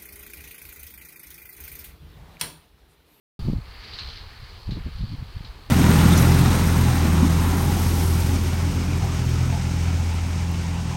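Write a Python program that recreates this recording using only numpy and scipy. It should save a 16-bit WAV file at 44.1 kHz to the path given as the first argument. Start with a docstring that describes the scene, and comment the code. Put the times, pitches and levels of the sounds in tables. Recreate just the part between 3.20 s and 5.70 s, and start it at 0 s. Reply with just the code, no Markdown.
"""A far stubble field: a tractor pulls a baler, its rattle, clatter and drone swelling with the air.
Machines are shaped noise beating with the diesel firings; knocks of plunger and knotter are decaying
bursts of clank and lower body. Gusts on the small microphone are fluttering eddies and single
pressure swings, over faint hissing noise. The sound opens abruptly after a short silence."""
import sys
import numpy as np
from scipy import signal
from scipy.fft import rfft, irfft, next_fast_len
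from scipy.io import wavfile
from scipy.ndimage import uniform_filter1d

SR = 44100
rng = np.random.default_rng(int(sys.argv[2]) if len(sys.argv) > 2 else 0)


def boost_factor(decibels):
    """Convert a level in decibels to a linear amplitude factor."""
    exponent = np.asarray(decibels, float) / 20
    return 10 ** exponent


def log_audio(samples):
    """Write samples as a 16-bit WAV file to the path given in sys.argv[1]."""
    # one column per channel
    frames = np.atleast_2d(samples).T
    # limit to full scale, then quantise
    limited = np.clip(frames, -1, 1)
    pcm = np.round(limited * 32767).astype(np.int16)
    wavfile.write(sys.argv[1], SR, pcm)


N = 110250


def rms_one(x):
    """Scale to rms 1."""
    return x / np.sqrt(np.mean(x ** 2) + 1e-20)


def in_time(rows):
    """Interpolate the columns after time_s at every sample."""
    time_s, *columns = np.transpose(rows)
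    return [np.interp(np.arange(N) / SR, time_s, column) for column in columns]


def drift(rate_hz):
    """Slow random curve of rms 1: noise through two equal poles at rate_hz, computed every 40 samples."""
    pole = np.exp(-2 * np.pi * rate_hz * 40 / SR)
    noise = rng.standard_normal(N // 40 + 2002)
    slow = signal.lfilter([1], [1, -2 * pole, pole ** 2], noise)[2000:]
    return np.interp(np.arange(N) / 40, np.arange(len(slow)), rms_one(slow))


def coloured(x, spectrum, patchy_db):
    """Shape to a spectrum, then let overlapping third-octave bands flicker independently; rms 1."""
    hz, db = np.transpose(spectrum)
    size = next_fast_len(N)
    octave = np.log2(np.arange(size // 2 + 1) * SR / size + 1)
    shaped = rfft(x, size) * boost_factor(np.interp(octave, np.log2(hz), db, left=-120))
    out = 0
    for centre in np.arange(np.log2(hz[0]), np.log2(hz[-1]) + 1 / 3, 1 / 3):
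        mask = np.maximum(1 - 3 * abs(octave - centre), 0)
        band = irfft(shaped * mask, size)[:N]
        out = out + boost_factor(patchy_db * drift(rate_hz=9.4)) * band
    return rms_one(out)


def microphone_hiss():
    """Faint hiss of shaped treble: steady microphone noise, with more hiss at the opening."""
    # relative spectrum: pitch_hz [Hz], density_db [dB per Hz]
    spectrum = [(3820, 10), (6500, 1.5), (8090, 0), (15100, -1), (16000, -8)]
    # hiss level: time_s [s], level_db [dB]
    level = [(.19, -58), (.33, -60), (.37, -63), (2.5, -63)]
    level_db, = in_time(level)
    return boost_factor(level_db) * coloured(rng.standard_normal(N), spectrum, patchy_db=0.3)


def eddies(eddy_hz):
    """Flutter at a wandering pitch, randomly swelling over a few cycles, with a squared overtone."""
    width_per_pitch, evenness, overtone_db = 0.55, 0.7, -13.5
    cycles = np.cumsum(eddy_hz) / SR
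    knots = rng.standard_normal((2, 1500))
    swell = [np.interp(cycles * width_per_pitch * 2, np.arange(1500), k) for k in knots]
    real, imag = uniform_filter1d(swell, size=150)
    swell = (real + 1j * imag) / (np.hypot(real, imag) + 0.28) ** evenness
    eddy = swell * np.exp(2j * np.pi * cycles)
    return rms_one(eddy.real) + boost_factor(overtone_db) * rms_one((eddy ** 2).real)


def levelled_band(low_hz, high_hz):
    """Band of noise with most of its own swell levelled out; rms 1."""
    evenness = 0.85
    sos = signal.butter(3, [low_hz, high_hz], "band", fs=SR, output="sos")
    band = signal.sosfilt(sos, rng.standard_normal(N + SR))[SR:]
    window = int(2 * SR / np.sqrt(low_hz * high_hz))
    spread = np.sqrt(uniform_filter1d(band ** 2, size=window) + 1e-20)
    return rms_one(band / spread ** evenness)


def wind():
    """Wind on the microphone: fluttering eddies over a deep heave and a thin upper rasp."""
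    # wind course: time_s [s], eddy level_db [dB], eddy pitch_hz [Hz],
    # heave_db and rasp_db [dB re eddy level, before trim]
    course = [(0.2, -28.5, 109.1, -40, -10), (0.23, -41, 87.6, 19, -10), (0.26, -26, 110.2, -11, -6),
              (0.29, -25.5, 128.4, -1.5, -9.5), (0.34, -33, 116.6, 0.5, -1.5), (0.37, -33, 101, 6.5, -8),
              (0.39, -33.5, 98.7, -14, -28), (0.42, -46, 92.1, 8, -19), (0.45, -55.5, 86.5, 8, 8),
              (0.47, -41, 88.9, -2, -20), (0.55, -56.5, 73.6, 7, 3.5), (0.59, -49.5, 79, 10, -4),
              (0.67, -48.5, 90, -23, 0), (0.73, -45.5, 76.5, 1.5, -8), (0.79, -54, 82.35, 7, 2),
              (0.82, -41, 83.2, -7, -7), (0.86, -48.5, 75.85, 13.5, -9), (0.89, -39.5, 82.7, -1, -18),
              (0.93, -53.5, 81.4, 6.5, -3), (0.96, -47, 80.8, 6.5, -3), (1.04, -47.5, 78, 4.5, -9),
              (1.06, -50, 77.1, 12.5, -14), (1.13, -47.5, 83.2, -6, -2.5), (1.18, -54.5, 81.3, 7.5, -9),
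              (1.23, -36, 100.3, -7.5, -30), (1.27, -49.5, 80.4, -1, -6), (1.34, -46.5, 74.5, 6.5, -14),
              (1.41, -49, 83.54, -6, -3), (1.45, -51, 84, 9, -21), (1.48, -30.5, 95.1, 0.5, -13),
              (1.53, -33, 107.5, -2, -13), (1.55, -35.5, 105.8, 3, -3.5), (1.58, -28.5, 113.3, -16, -3.5),
              (1.61, -37, 105.6, 3, -35), (1.63, -48, 82.7, 12, -34), (1.66, -29.5, 103.9, 1.5, -11),
              (1.68, -34, 111.8, -21, -13), (1.72, -48.5, 78.3, 10.5, -25.5), (1.77, -36, 87.95, 2.5, -19),
              (1.79, -39, 96.6, -8, -36), (1.81, -25, 98.6, -8, -45), (1.84, -22.5, 98.7, -12, -34),
              (1.86, -41, 96.6, -18, -17), (1.88, -43.5, 95.5, 6, -33), (1.94, -26, 136.3, -19, -34),
              (1.97, -51, 119.6, -3, -9), (1.99, -32, 100.1, 2, -33), (2.03, -41, 104.4, -22, -24),
              (2.06, -42, 95.3, -2, -26), (2.13, -52, 77.53, 5, 7), (2.16, -36.5, 79.4, 9.5, -41),
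              (2.18, -41.5, 83.2, -6, -1.5), (2.21, -41.5, 92.6, 5, -41), (2.24, -46.5, 91.2, -1, 2),
              (2.27, -40, 93.5, -15, -16), (2.3, -53, 78.7, 18.5, -11), (2.36, -44, 83.7, -4, -7),
              (2.4, -49.5, 83.5, 3, 5), (2.46, -48.5, 80, 0, -21), (2.5, -45, 83.5, 6, 6)]
    # heave and rasp bands: low_hz [Hz], high_hz [Hz]
    bands = [(20, 61.7), (220, 399)]
    trims_db = 0.8, -9.5
    level_db, eddy_hz, *shares_db = in_time(course)
    out = boost_factor(level_db) * eddies(eddy_hz)
    for (low_hz, high_hz), share_db, trim_db in zip(bands, shares_db, trims_db):
        out = out + boost_factor(level_db + share_db + trim_db) * levelled_band(low_hz, high_hz)
    return out


def buffets():
    """Hard gusts: one pressure push then pull each, steepened at the turn, under a Gaussian fade."""
    # buffets: turn_s [s], level_db [dB, before the fade], pitch_hz [Hz, before steepening]
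    rows = [(0.2526, -25, 110), (0.2854, -15, 204), (.2995, -15, 186), (0.3342, -15, 197),
            (0.386, -22, 119), (1.493, -20.5, 184), (1.523, -21, 173.3), (1.572, -24.5, 232),
            (1.665, -26.5, 223.7), (1.673, -29, 228), (1.685, -33.5, 240), (1.838, -26, 189.6),
            (1.935, -31, 189), (2.027, -23, 109.6), (2.168, -21.5, 75.1), (2.209, -26.5, 110.5)]
    snap, tail_cycles = 1.43, 0.717   # steepening at the turn; fade length
    t, out = np.arange(N) / SR, 0
    for turn_s, level_db, pitch_hz in rows:
        cycles = (t - turn_s) * pitch_hz
        steepening = 1 + (snap - 1) * np.exp(-(4 * cycles) ** 2)
        swing = np.sin(2 * np.pi * cycles * steepening / (1 + 0.32 * abs(cycles)))
        out = out - boost_factor(level_db) * swing * np.exp(-(cycles / tail_cycles) ** 2)
    return out


def firings(depth):
    """Diesel firing envelope: a decaying burst per firing, of uneven strength, over a steady part."""
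    firing_hz, jitter, decay_s, a_firing_s, spread_db = 73.6, 0.0027, 0.011, 0.860, 1.5
    turns = np.cumsum(firing_hz * (1 + jitter * drift(rate_hz=4.4)) / SR)
    turns = turns - turns[int(a_firing_s * SR)] + 100   # a firing falls at a_firing_s
    strength = boost_factor(spread_db * rng.standard_normal(400))[turns.astype(int)]
    burst = strength * np.exp(-(turns % 1) / firing_hz / decay_s)
    burst = uniform_filter1d(burst / burst.mean(), size=60)
    return 1 - depth + depth * burst


def rattle_grains():
    """Chain rattle impacts: sparse random clicks of either sign and uneven strength; rms 1."""
    per_s, spread_db = 3000, 6
    strength = boost_factor(spread_db * np.minimum(rng.exponential(1, N), 5))
    grains = strength * rng.choice([-1, 1], N)
    return rms_one(grains * (rng.random(N) < per_s / SR))


def rattle_focus(beat, focus_hz):
    """Narrow noise band inside the rattle: beating low-passed noise moved up to focus_hz; rms 1."""
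    half_width_hz = 260
    sos = signal.butter(2, half_width_hz, fs=SR, output="sos")
    real, imag = signal.sosfilt(sos, beat * rng.standard_normal((2, N)))
    carrier = np.exp(2j * np.pi * np.cumsum(focus_hz) / SR)
    return rms_one(((real + 1j * imag) * carrier).real)


def machines():
    """Chain rattle, clatter and drone: shaped noise beating with the firings, carried by the air."""
    # how well the machines carry: time_s [s], rattle_db [dB], clatter_db and drone_db [dB re rattle],
    # firing beat depth [0-1], focus_hz [Hz]
    carry = [(.19, -52.5, -2, 1.5, .6, 4474), (.24, -53.5, -1.5, 2.5, 0.5, 4500),
             (.33, -55.5, -1, 3, 0.5, 4587), (.39, -61.5, 4, 7.5, 0.8, 4320),
             (.55, -52.5, 2, -2, 0.44, 4470), (.68, -47.5, -1, -6, 0.2, 4583),
             (.77, -46, -3.5, -6.5, 0.6, 4520), (.83, -45, -4, -9, 1, 4220), (.88, -42, -7, -8, 1, 4270),
             (.96, -46, -3.5, -13, 0.3, 4257), (1.04, -51.5, -1.5, -0.5, 0.13, 4124),
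             (1.16, -56, 4, -0.5, 0.58, 4300), (1.3, -52.5, -1.5, -2.5, 0, 4310),
             (1.43, -54.5, -4, 0.5, 0.44, 4330), (1.6, -58, 6.5, 5, 1, 4456),
             (1.66, -56.5, 4.5, 1, 0.21, 4302), (1.8, -51, -4, -4.5, 0.34, 4317),
             (2.05, -57, 1.5, 3.5, 0.72, 4304), (2.12, -55, 0.5, -1, 0.33, 4314),
             (2.3, -57.5, 2.5, 4.5, 0.75, 4307), (2.5, -58.5, 2, 2, 0.51, 4293)]
    # relative spectra: pitch_hz [Hz], density_db [dB per Hz]
    rattle_spectrum = [(1650, -25), (2800, -8), (3110, -4), (3440, -5), (4250, -3.5), (4890, -5),
                       (5440, -17), (5960, -19.5), (6770, -30), (7330, -39), (8000, -32), (10400, -56),
                       (17600, -120)]
    # same columns
    clatter_spectrum = [(680, -42), (1150, -5), (1750, -2), (1940, -4.5), (2110, -2.5), (3100, -8),
                        (4030, -22), (6820, -120)]
    # same columns
    drone_spectrum = [(110, -32), (190, -7), (284, -13.5), (312, -13.5), (431, -4), (601, -9.5),
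                      (850, -4.5), (1250, -6), (1620, -28), (2750, -120)]
    grain_share, focus_db = 0.5, -3   # focus re rattle
    rattle_db, clatter_db, drone_db, depth, focus_hz = in_time(carry)
    beat = firings(depth)
    white = rng.standard_normal((3, N))
    rattle = coloured(beat * white[0] + grain_share * rattle_grains(), rattle_spectrum, patchy_db=1.5)
    focus = rattle_focus(beat, focus_hz)
    clatter = coloured((0.65 + 0.37 * beat) * white[1], clatter_spectrum, patchy_db=0.9)
    drone = coloured((1 + 0.073 * beat) * white[2], drone_spectrum, patchy_db=0.0)
    mix = rattle + boost_factor(focus_db) * focus + boost_factor(clatter_db) * clatter + boost_factor(drone_db) * drone
    return boost_factor(rattle_db) * mix


def knocks():
    """Plunger and knotter knocks: bursts of clanking steel and lower body, smeared by the trees behind."""
    # knocks: start_s [s], level_db [dB, before trim and crack], t60_s [s],
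    # body_db [dB re clank, at the start]
    rows = [(0.6365, -40, 0.22, -11), (0.7336, -32.5, 0.19, -17), (0.7863, -28.5, 0.22, -7.5),
            (1.4662, -47, 0.22, -11), (1.508, -36.5, 0.39, -10.5), (2.2467, -38.5, 0.21, -12)]
    # relative spectra: pitch_hz [Hz], density_db [dB per Hz]
    clank_spectrum = [(1760, -23), (3000, -9), (3230, -10.5), (4120, 1.5), (5040, -11), (5530, -18.5),
                      (7990, -35), (9000, -39), (11700, -52), (19800, -120)]
    # same columns
    body_spectrum = [(650, -22), (1100, -4), (1690, -4.5), (2020, -10), (2200, 1), (3000, -23), (3900, -28),
                     (6600, -120)]
    trim_db, attack_s = -6, 0.0003
    crack_db, crack_s = 3, 0.004   # extra edge at first contact
    body_fade_t60_s = 0.32   # on top of the knock's own decay
    t, out = np.arange(N) / SR, 0
    clank = coloured(rng.standard_normal(N), clank_spectrum, patchy_db=0.5)
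    power = uniform_filter1d(clank ** 2, size=90)
    clank = rms_one(clank / (power + 0.056) ** 0.19)   # dense and even
    body = coloured(rng.standard_normal(N), body_spectrum, patchy_db=0.8)
    for start_s, level_db, t60_s, body_db in rows:
        age_s = np.maximum(t - start_s, 0)
        fall_db = crack_db * np.exp(-age_s / crack_s) - 60 * age_s / t60_s
        shape = boost_factor(level_db + trim_db + fall_db) * (1 - np.exp(-age_s / attack_s))
        out = out + shape * (clank + boost_factor(body_db - 60 * age_s / body_fade_t60_s) * body)
    return out


def scene():
    """Hiss, wind and buffets under the machines and knocks, one channel."""
    return (microphone_hiss() + wind() + buffets() + machines() + knocks())[None]


def roll_off(x):
    """The treble ends steeply here."""
    return signal.sosfilt(signal.butter(12, 16650, fs=SR, output="sos"), x)


def record(dry):
    """Silence, then an abrupt opening by a short linear fade."""
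    opens_s, fade_s = 0.1912, 0.0008
    opening = np.clip((np.arange(N) / SR - opens_s) / fade_s, 0, 1)
    return roll_off(dry * opening)


dry = scene()
out = record(dry)
log_audio(out)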